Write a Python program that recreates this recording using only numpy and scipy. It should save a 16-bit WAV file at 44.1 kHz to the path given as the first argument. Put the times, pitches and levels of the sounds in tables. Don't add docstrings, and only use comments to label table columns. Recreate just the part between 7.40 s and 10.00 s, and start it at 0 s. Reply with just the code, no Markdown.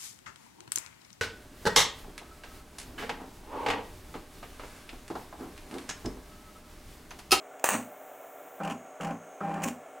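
import sys
import numpy as np
from scipy import signal
from scipy.fft import rfft, irfft, next_fast_len
from scipy.io import wavfile
from scipy.ndimage import map_coordinates

SR = 44100
rng = np.random.default_rng(int(sys.argv[2]) if len(sys.argv) > 2 else 0)


def unload_audio(sound):
    columns = np.transpose(np.atleast_2d(sound))
    steps = np.round(np.clip(columns, -1, 1) * 32767)
    wavfile.write(sys.argv[1], SR, steps.astype(np.int16))


N = 114660


def amp(db):
    return 10 ** (np.asarray(db) / 20)


def unit(x):
    return x / np.sqrt(np.mean(x ** 2) + 1e-20)


def along(points, hz):
    freqs, values = np.transpose(points)
    return np.interp(np.log(hz + 1), np.log(freqs + 1), values)


def since(start_s):
    return np.maximum(np.arange(N) / SR - start_s, 0)


def wobble(rate):
    return map_coordinates(rng.standard_normal(int(N * rate / SR) + 4), [np.arange(N) * rate / SR])


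def filtered(x, response):
    size = 2 * next_fast_len(N)
    return irfft(rfft(x, size) * response(np.fft.rfftfreq(size, 1 / SR)), size)[..., :N]


def coloured(x, colour):
    def minimum_phase(hz):
        cepstrum = irfft(np.log(unit(amp(along(colour, hz)))))
        half = len(cepstrum) // 2
        cepstrum[1:half] *= 2
        cepstrum[half + 1:] = 0
        return np.exp(rfft(cepstrum))
    return filtered(x, minimum_phase)


def noise():
    return rng.standard_normal(N)


def grains(per_s, spread_db):
    return unit((rng.random(N) < per_s / SR) * np.sign(noise()) * amp(spread_db * noise()))


def gate(start, stop, attack_s, fall_db_per_s):
    return (1 - np.exp(-since(start) / attack_s)) * amp(-fall_db_per_s * since(stop))


def bursts(rows, t60_s):
    return noise() * sum((since(start) > 0) * amp(db - 60 * since(start) / t60_s) for start, db in rows)


def tone(hz, drift):
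    return np.sqrt(2) * np.sin(2 * np.pi * (hz * np.cumsum(1 + drift) / SR + rng.random()))


# freq_hz, t60_s
ROOM_DECAY = [(150, .4), (1000, 0.25), (8000, 0.23), (16000, 0.31)]
def room(x):
    hz, t, spectrum = signal.stft(rng.standard_normal(SR // 2), SR, nperseg=256)
    decay = amp(-60 * t / along(ROOM_DECAY, hz)[:, None])
    tail = signal.istft(spectrum * decay, SR, nperseg=256)[1]
    tail *= 1 - np.exp(-np.arange(len(tail)) / SR / 0.0083)
    return signal.fftconvolve(x, tail / np.linalg.norm(tail))[:N]


# freq_hz, gain_db
AIR_COLOUR = [(30, -32), (70, -34), (140, -20), (220, -20.5), (275, -10), (340, -9), (410, -5), (440, -19),
              (490, -4.5), (530, -5.5), (600, 3.5), (750, 0), (900, -9.5), (1350, -9.5), (1800, -15.5),
              (2300, -18), (3300, -24.5), (4700, -39), (5600, -30), (6700, -22.5), (9000, -27),
              (11700, -39.5), (12500, -36), (13700, -39), (14700, -29), (16000, -23.5)]
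# pitch_hz, level_db
BLADE_TONES = [(274.5, -66), (414, -64), (480, -61.5), (597, -67), (657, -66), (754, -58), (1136, -70.5),
               (1373, -66.5), (1717, -73.5), (2196, -71)]
def fans():
    air = amp(-49.5 + 0.4 * wobble(25.05)) * coloured(noise(), AIR_COLOUR)
    return air + sum(amp(db + wobble(5.9)) * tone(hz, 0.00332 * wobble(11)) for hz, db in BLADE_TONES)


# start_s, end_s, centre_hz, width_hz, whistle_db, hiss_db
COIL_RESTS = [(0, .25, 16800, 600, -58, -82), (.35, 1.2, 14760, 500, -60.5, -63),
              (1.315, 1.616, 6630, 180, -66.5, -84), (1.715, 2.003, 6450, 230, -65.5, -82)]
# freq_hz, gain_db
COIL_COLOUR = [(2000, -34), (5000, -47), (7000, -8), (11500, 5.5), (13000, -5), (16000, 6.5)]
def coils():
    out = np.zeros(N)
    hiss = coloured(noise(), COIL_COLOUR)
    for start, end, centre_hz, width_hz, whistle_db, hiss_db in COIL_RESTS:
        whistle = unit(filtered(noise(), lambda hz: 1 / (1 + ((hz - centre_hz) / width_hz) ** 2)))
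        resting = gate(start, end, attack_s=0.002, fall_db_per_s=900)
        out += resting * (amp(whistle_db) * whistle + amp(hiss_db) * hiss)
    return out


# start_s, level_db
CARRIAGE_CLICKS = [(1.234, -38), (1.249, -36), (1.275, -37), (1.299, -35.5), (1.309, -38), (1.321, -42),
                   (1.609, -35.5), (1.62, -44), (1.632, -39), (1.647, -36), (1.671, -41), (1.708, -43.5),
                   (2.121, -55), (2.141, -42.5), (2.22, -37)]
# freq_hz, gain_db
CARRIAGE_COLOUR = [(200, -14), (1000, 11), (2000, 0), (2900, 7.5), (3700, -13), (5200, -10.5), (7000, -5),
                   (11200, -17), (12000, -23), (16000, -17)]
def carriage():
    return coloured(bursts(CARRIAGE_CLICKS, t60_s=0.056), CARRIAGE_COLOUR)


# start_s, level_db
SHAFT_KNOCKS = [(0.328, -33), (.341, -26), (1.2, -26.5), (1.297, -30), (1.599, -28), (1.707, -31.5),
                (2.004, -24.5)]
# freq_hz, gain_db
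SHAFT_COLOUR = [(60, -19), (220, -4.5), (350, -3), (520, 7.5), (900, -15.5), (1300, 4.5), (1800, -14.5),
                (4000, -38), (12000, -52)]
def shaft():
    attack_s, t60_s = 0.0048, 0.066
    knocks = sum(amp(db) * gate(start, start, attack_s, 60 / t60_s) for start, db in SHAFT_KNOCKS)
    return coloured(knocks * noise(), SHAFT_COLOUR)


# multiple, relative_db
STEP_HARMONICS = [(1, 2.5), (3, -6), (4, 6.5), (8, -8.5), (9, -14), (12, -12), (13, -27)]
# pitch_hz, relative_db
FRAME_MODES = [(271, -18), (307, -3.5), (563, -7.5), (953, -9), (1055, -4.5)]
def step_buzz():
    step_hz, rough_db = 198.9, 2.94
    drift = 0.0041 * wobble(40.66)
    steps = sum(amp(db + rough_db * wobble(90)) * tone(k * step_hz, drift) for k, db in STEP_HARMONICS)
    frame = sum(amp(db) * tone(hz, 0.0028 * wobble(30)) for hz, db in FRAME_MODES)
    return unit(steps + frame)


# start_s, stop_s, buzz_db, rattle_db, thud_db, boom_db
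MOTOR_MOVES = [(0.303, 0.336, -37.5, -36.5, -28.5, -43), (1.197, 1.293, -36.5, -39, -33, -42),
               (1.602, 1.704, -39.5, -38, -34, -39.5), (2.006, 2.247, -36.5, -39.5, -28.5, -40.5)]
# freq_hz, gain_db
MOTOR_RATTLE = [(30, -16), (60, -26), (100, -16), (135, -21.5), (180, -0.5), (230, -7), (305, -3.5),
                (420, -12), (490, -5), (700, -6.5), (790, 2.5), (860, -6.5), (1040, -6.5), (1600, -16),
                (2150, -22), (2500, -23), (3100, -27.5), (3600, -38), (8000, -38.5), (14000, -56)]
# pitch_hz, relative_db, t60_s
STOP_MODES = [(105, -18, 0.22), (227.7, -2.5, 0.23), (253, 1.5, 0.18), (291.6, -1.5, 0.17),
              (392, -12, 0.21), (511.5, 1, 0.08), (593, -2, 0.095), (1069, 0, 0.11)]
def motor():
    buzz = step_buzz()
    boom = amp(wobble(40.66)) * tone(hz=166.6, drift=0.0028 * wobble(30))
    rattle = coloured(grains(per_s=1500, spread_db=3), MOTOR_RATTLE)
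    rings = [tone(hz, 0.0206 * wobble(40)) for hz, _, _ in STOP_MODES]
    out = np.zeros(N)
    for start, stop, buzz_db, rattle_db, thud_db, boom_db in MOTOR_MOVES:
        running = gate(start, stop, attack_s=0.012, fall_db_per_s=327)
        out += running * (amp(buzz_db) * buzz + amp(rattle_db) * rattle)
        out += amp(boom_db) * gate(start, stop, attack_s=0.019, fall_db_per_s=193) * boom
        for ring, (_, db, t60_s) in zip(rings, STOP_MODES):
            out += amp(thud_db + db) * gate(stop, stop, attack_s=0.019, fall_db_per_s=60 / t60_s) * ring
    return out


# start_s, hold_s, pops_db, fall_db_per_s, ring_db
SPARK_TAILS = [(0.24, 0.1, -29.5, 214, -41), (2.228, 0.061, -42, 283, -75)]
# freq_hz, gain_db
POP_COLOUR = [(30, -31), (100, -23), (200, -9), (370, -7.5), (600, -3), (900, 6), (1300, -0.5), (1800, 0),
              (2100, -3), (2600, -0.5), (3300, -13.5), (4300, -13), (5200, -21), (6000, -7.5), (7400, -5.5),
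              (8800, -3.5), (10000, -18.5), (12500, -21), (14000, -31), (15000, -22), (16000, -6.5)]
# pitch_hz, relative_db
RING_MODES = [(594, -7.5), (998, -15), (1173, -3), (1408, -20), (1713, -2), (1796, -32), (2748, -8),
              (6047, -12), (6705, -3), (8608, -2), (8930, -10), (9055, -8)]
def spark_tails():
    drift_hz = 4.16
    pops = coloured(grains(per_s=5000, spread_db=4.5), POP_COLOUR)
    ring = unit(sum(amp(db) * tone(hz, drift_hz / hz * wobble(67.3)) for hz, db in RING_MODES))
    out = np.zeros(N)
    for start, hold_s, pops_db, fall, ring_db in SPARK_TAILS:
        envelope = gate(start, start + hold_s, attack_s=0.00067, fall_db_per_s=fall)
        out += envelope * (amp(pops_db) * pops + amp(ring_db) * ring)
    return out


# start_s, level_db
ARC_SNAPS = [(.196, -43), (2.2345, -29), (2.2385, -25), (2.243, -27), (2.249, -40), (2.268, -50),
             (2.279, -30.5), (2.285, -30)]
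# freq_hz, gain_db
ARC_SNAP_COLOUR = [(150, -4), (800, 5), (2700, 3.5), (4400, -13), (6500, 5.5), (9000, -6.5), (11000, -12.5),
                   (13500, -12), (15000, -5)]
def snaps():
    return coloured(bursts(ARC_SNAPS, t60_s=0.019), ARC_SNAP_COLOUR)


# start_s, pulse_db, half_length_s, spray_db, tub_db
ARC_CRACKS = [(0.2419, -12.5, 0.000568, -14, -26), (0.2888, -15.5, 0.000468, -17, -22)]
# pitch_hz, relative_db, t60_s
WALL_MODES = [(666, -38, 0.036), (1090, -19, 0.059), (1890, 2, 0.019), (2780, 4, 0.0085)]
# freq_hz, gain_db
CRACK_COLOUR = [(150, -17), (600, -14), (2600, -12), (3600, -18), (5200, -14.5), (6400, -0.5), (8800, 0.5),
                (10500, -15.5), (13500, -17), (15000, 2), (16000, -13)]
# delay_s, gain_db
SPRAY_ECHOES = [(.0066, -10), (0.0157, -6)]
def arc():
    low_cut_hz, spray_lag_s = 300, 0.00041
    pulses, tub = np.zeros(N), np.zeros(N)
    for start, pulse_db, half_s, _, tub_db in ARC_CRACKS:
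        age = (np.arange(N) / SR - start) / half_s
        spikes = 0.89 * np.exp(-np.abs(age) / 0.33) + 1.67 * np.exp(-np.abs(age - 2) / 0.18)
        suction = np.sin(np.pi * np.clip(age / 2, 0, 1))
        pulses += amp(pulse_db) * (spikes - suction * spikes.sum() / suction.sum())
        t = since(start + 2 * half_s)
        for hz, db, t60_s in WALL_MODES:
            tub += amp(tub_db + db - 60 * t / t60_s) * np.sin(2 * np.pi * hz * t)
    pulses = signal.sosfilt(signal.butter(2, low_cut_hz, 'highpass', fs=SR, output='sos'), pulses)
    spray = bursts([(start + spray_lag_s, db) for start, _, _, db, _ in ARC_CRACKS], t60_s=0.011)
    echoes = sum(amp(db) * np.roll(spray, round(delay_s * SR)) for delay_s, db in SPRAY_ECHOES)
    return pulses + tub + coloured(spray + echoes, CRACK_COLOUR)


# freq_hz, side_over_mid_db
STEREO_WIDTH = [(2400, -82), (3300, -92), (3900, -16.5), (6000, -39), (11000, -17.5), (16000, -17)]
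def scene():
    sparks = arc() + snaps()
    drive = motor() + shaft() + carriage()
    reverb = amp(-7.5) * room(sparks) + amp(-9) * room(drive)
    mid = sparks + spark_tails() + drive + reverb + coils() + fans()
    side = filtered(room(mid), lambda hz: amp(along(STEREO_WIDTH, hz)))
    return np.array([mid + side, mid - side])


def record(dry):
    top_hz = 15900
    return filtered(dry, lambda hz: hz < top_hz)


dry = scene()
out = record(dry)
unload_audio(out)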